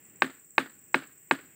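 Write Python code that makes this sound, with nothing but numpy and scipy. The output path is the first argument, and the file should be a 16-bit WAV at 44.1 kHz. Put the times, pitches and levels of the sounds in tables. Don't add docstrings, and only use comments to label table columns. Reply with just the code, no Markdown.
import sys
import numpy as np
from scipy import signal
from scipy.fft import rfft, irfft
from scipy.io import wavfile

SR = 44100
rng = np.random.default_rng(int(sys.argv[2]) if len(sys.argv) > 2 else 0)


def store_wav(level_fs):
    pcm = np.round(np.clip(np.atleast_2d(level_fs), -1, 1) * 32767)
    wavfile.write(sys.argv[1], SR, pcm.T.astype(np.int16))


N = 68355
TIME = np.arange(N) / SR


def from_db(db):
    return 10 ** (np.asarray(db) / 20)


def rms_one(x):
    return x / np.sqrt(np.mean(x ** 2) + 1e-20)


def fade(t60):
    return from_db(-60 * np.minimum(TIME / t60, 4))


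def delayed(x, seconds):
    lag = max(int(round(seconds * SR)), 0)
    return np.concatenate([np.zeros(lag), x])[:N]


def coloured(x, points):
    hz, db = np.transpose(points)
    bins_hz = np.maximum(np.arange(N // 2 + 1) * SR / N, 1)
    gain_db = np.interp(np.log(bins_hz), np.log(hz), db)
    return irfft(rfft(x) * from_db(gain_db), N)


def level_over_time(points):
    return from_db(np.interp(TIME, *np.transpose(points)))


def drift(cutoff_hz):
    sos = signal.butter(2, cutoff_hz, fs=SR, output="sos")
    return rms_one(signal.sosfilt(sos, rng.standard_normal(2 * N))[N:])


def filtered(x, hz, kind):
    sos = signal.butter(2, min(hz, .45 * SR), kind, fs=SR, output="sos")
    return signal.sosfilt(sos, x + 1e-18)


def resonance(x, hz, q):
    return signal.lfilter(*signal.iirpeak(hz, q, fs=SR), x + 1e-18)


def burst(envelope):
    x = rng.standard_normal(N) * envelope
    return x / np.sqrt(np.sum(x ** 2))


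def air():
    # frequency in Hz, relative density in dB per Hz.
    hush_colour = [(25, -37.5), (55, -9), (85, -2), (140, 2.5), (220, 0), (340, -0.5), (480, -6.5),
                   (700, -14.5), (1200, -16), (1900, -12), (2700, -20), (4200, -30), (6000, -36),
                   (15000, -41.5)]
    # time in seconds, level in dB.
    hush_level = [(0, -64), (.18, -62.5), (.35, -68), (.52, -68), (.72, -65), (.88, -66), (1.08, -65.5),
                  (1.25, -68.5), (1.45, -60.5), (1.55, -66.5)]
    # frequency in Hz, relative density in dB per Hz.
    hiss_colour = [(500, -17.5), (1200, -11.5), (1900, 0), (2700, -1.5), (3300, -12), (4000, -24)]
    # time in seconds, level in dB.
    hiss_level = [(0, -70), (.18, -70.5), (.35, -67), (.5, -83), (.75, -74.5), (.87, -74), (1.2, -73),
                  (1.55, -67.5)]
    hush = rms_one(coloured(rng.standard_normal(N), hush_colour))
    hiss = rms_one(coloured(rng.standard_normal(N), hiss_colour))
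    return level_over_time(hush_level) * hush + level_over_time(hiss_level) * hiss


def insect_chorus():
    # frequency in Hz, relative density in dB per Hz.
    chorus_colour = [(2650, -70.5), (4500, -38), (5720, -22.5), (6450, -32), (7280, -1.5), (7830, -1),
                     (8300, -2.5), (8520, -14.5), (8830, -20.5), (9650, -34), (10200, -38), (11000, -25.5),
                     (11900, -38), (13000, -40.5), (14200, -11.5), (14700, -2), (15700, -8.5)]
    level_db, flutter_db, flutter_cutoff_hz = -56, 0.7, 58
    chorus = rms_one(coloured(rng.standard_normal(N), chorus_colour))
    return from_db(level_db) * chorus * from_db(flutter_db * drift(flutter_cutoff_hz))


def cricket():
    # start in seconds, level in dB over the tone and scrape levels.
    chirp_starts = [(.042, 4), (0.088, 0), (.149, 3), (0.195, 5), (0.25, 5), (0.294, 0.5), (0.339, -0.5),
                    (0.387, 1), (.436, 2), (.496, 3), (0.544, -3.5), (0.589, 5), (0.639, 0), (0.687, -1),
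                    (0.731, -0.5), (.783, 0.5), (.83, 0), (.872, 1.5), (0.919, 3.5), (0.968, 7),
                    (1.024, -1.5), (1.062, 1.5), (1.113, -0.5), (1.169, 0.5), (1.218, -1.5), (1.263, 0.5),
                    (1.312, 9.5), (1.356, -2), (1.4, -1), (1.448, 1), (1.497, -5)]
    chirp_s, pulses_per_s, pulse_depth = .028, 90, 0.58
    tone_hz, tone_wander_hz, tone_db = 8030, 28, -55
    scrape_hz, scrape_q, scrape_db = 7430, 15, -61.5
    swell = np.sin(np.pi * np.minimum(TIME / chirp_s, 1)) ** 2
    chirp = swell * (1 + pulse_depth * np.cos(2 * np.pi * pulses_per_s * TIME))
    chirps = sum(from_db(db) * delayed(chirp, start) for start, db in chirp_starts)
    pitch_hz = tone_hz + tone_wander_hz * drift(150)
    tone = np.sin(2 * np.pi * np.cumsum(pitch_hz) / SR)
    scrape = resonance(rng.standard_normal(N), scrape_hz, scrape_q)
    scrape = rms_one(resonance(scrape, scrape_hz, scrape_q))
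    return chirps * (from_db(tone_db) * tone + from_db(scrape_db) * scrape)


def pipe(pitch, contact_hz, accent_hz, accent_db, gap_hz, gap_db):
    # frequency in Hz before the pitch ratio, relative level in dB, t60 in seconds.
    pipe_modes = [(347, -11.5, 0.084), (613, -14, 0.017), (872, -11, 0.014), (1184, -28, 0.03),
                  (1422, -15.5, 0.028), (1611, -20, 0.036), (1762, -6.5, 0.0081), (2189, -18.5, 0.013),
                  (2487, -11.5, 0.017), (3090, -35, 0.016), (3777, -15, 0.0086), (4000, -31.5, 0.014),
                  (4560, -25, 0.0058)]
    # delay in seconds, level in dB relative to the first hit.
    rebounds = [(.00091, 6.5), (.00196, -2), (.00271, -1.5)]
    crack_db, crack_t60_s, crack_low_hz = -38.5, 0.0067, 5500
    clack = 0
    for hz, db, t60 in pipe_modes:
        clack = clack + from_db(db) * fade(t60) * np.sin(2 * np.pi * hz * pitch * TIME)
    clack = filtered(clack, contact_hz, "low")
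    clack = filtered(clack, 584, "high")
    clack = clack + (from_db(accent_db) - 1) * resonance(clack, accent_hz, q=6.3)
    clack = clack + (from_db(gap_db) - 1) * resonance(clack, gap_hz, q=9.0)
    crack = filtered(rng.standard_normal(N), crack_low_hz, "high") * fade(crack_t60_s)
    clack = clack + from_db(crack_db) * crack
    return clack + sum(from_db(db) * delayed(clack, s) for s, db in rebounds)


def trunk(pitch, ring):
    # frequency in Hz before the pitch ratio, relative level in dB,
    # t60 of the exponential in seconds before the ring ratio.
    trunk_modes = [(137.3, -48, 0.095), (174, -43, 0.068), (233.3, -40, .07), (269.4, -32, 0.082),
                   (386.6, -32.5, 0.027), (532, -32, .021)]
    thud = 0
    for k, (hz, db, t60) in enumerate(trunk_modes):
        decay_s = t60 * ring
        swell = np.e * np.log(1000) * TIME / decay_s
        mode = swell * fade(decay_s) * np.sin(2 * np.pi * hz * pitch * TIME)
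        thud = thud + (-1) ** k * from_db(db) * mode
    return delayed(thud, .0053)


def plantation():
    # frequency in Hz, relative gain in dB.
    near_colour = [(90, -19.5), (200, -2.5), (400, 5), (800, 1.5), (1600, 7), (2600, 3), (4200, -6),
                   (4800, -10.5), (5700, -22.5), (8500, -6.5), (11000, -35), (15000, -15.5)]
    # frequency in Hz, relative gain in dB.
    far_colour = [(90, -14.5), (170, -4), (280, 6.5), (500, -6.5), (900, -10.5), (1600, 2), (2600, -9),
                  (4500, -15), (5400, -28), (8500, -24), (14000, -33)]
    # delay in seconds, relative level in dB.
    trunk_echoes = [(.023, -5), (0.041, -14), (.078, -11.5)]
    # frequency in Hz, relative gain in dB.
    echo_colour = [(100, -18), (300, 5.5), (600, -1.5), (1000, -3.5), (1600, 5), (2600, -7.5), (4200, -16),
                   (5700, -27), (12000, -38.5)]
    near_t60_s, near_rise_s = 0.15, 0.0013
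    far_t60_s, far_rise_s = 0.36, 0.021
    echo_t60_s = 0.067
    clump_db, clump_cutoff_hz = 2, 130
    clumps = from_db(clump_db * drift(clump_cutoff_hz))
    near_rise = 1 - np.exp(-(TIME / near_rise_s) ** 2)
    far_rise = 1 - np.exp(-(TIME / far_rise_s) ** 2)
    near = burst(clumps * fade(near_t60_s) * near_rise)
    far = burst(clumps * fade(far_t60_s) * far_rise)
    echoes = sum(from_db(db) * delayed(burst(fade(echo_t60_s)), s) for s, db in trunk_echoes)
    answer = coloured(near, near_colour) + coloured(far, far_colour) + coloured(echoes, echo_colour)
    return answer * (TIME < TIME[-1] / 2)


def knocks():
    # start in seconds, pipe level in dB, trunk level in dB, scatter level in dB,
    # trunk pitch ratio, trunk ring ratio, pipe pitch ratio, contact low-pass in Hz,
    # accent in Hz, accent gain in dB, gap in Hz, gap gain in dB.
    blows = [(0.2207, -5.5, -3, 0, 0.98, 1.4, 0.97, 2704, 1580, 2, 1370, -8.5),
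             (0.5808, -5, -3.5, 0.5, 1.0, 1.3, .986, 2600, 2490, 3.5, 1494, -3),
             (0.9438, -6.5, 0.5, .5, 0.997, 0.87, 1.004, 2308, 2115, 5, 711, -10.5),
             (1.3109, -4.5, 2.5, -.5, 1.013, 0.83, 1.0, 2187, 880, 0.5, 1250, -14)]
    out = 0
    for start, pipe_db, trunk_db, scatter_db, trunk_pitch, trunk_ring, *contact in blows:
        clack = from_db(pipe_db) * pipe(*contact)
        thud = from_db(trunk_db) * trunk(trunk_pitch, trunk_ring)
        scatter = from_db(scatter_db) * plantation()
        out = out + delayed(clack + thud + scatter, start)
    return out


def ticks():
    # start in seconds, level in dB, band centre in Hz, t60 in seconds.
    tick_rows = [(0.381, -73, 11000, .015), (.681, -69, 10000, .02), (1.033, -45.5, 2000, 0.063)]
    spread = 1.2
    out = 0
    for start, db, hz, t60 in tick_rows:
        band = filtered(rng.standard_normal(N), hz / spread, "high")
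        band = filtered(band, hz * spread, "low")
        band = filtered(band, hz * spread, "low")
        out = out + from_db(db) * delayed(rms_one(band) * fade(t60), start)
    return out


def scene():
    background = air() + insect_chorus() + cricket()
    return (background + knocks() + ticks())[None]


def record(dry):
    peak_limit, cutoff_hz = 0.8, 15700
    x = filtered(dry, hz=95, kind="high")
    x = x / (1 + (x / peak_limit) ** 6) ** (1 / 6)
    steep_low_pass = signal.ellip(12, .1, 80, cutoff_hz, fs=SR, output="sos")
    return signal.sosfilt(steep_low_pass, x)


dry = scene()
out = record(dry)
store_wav(out)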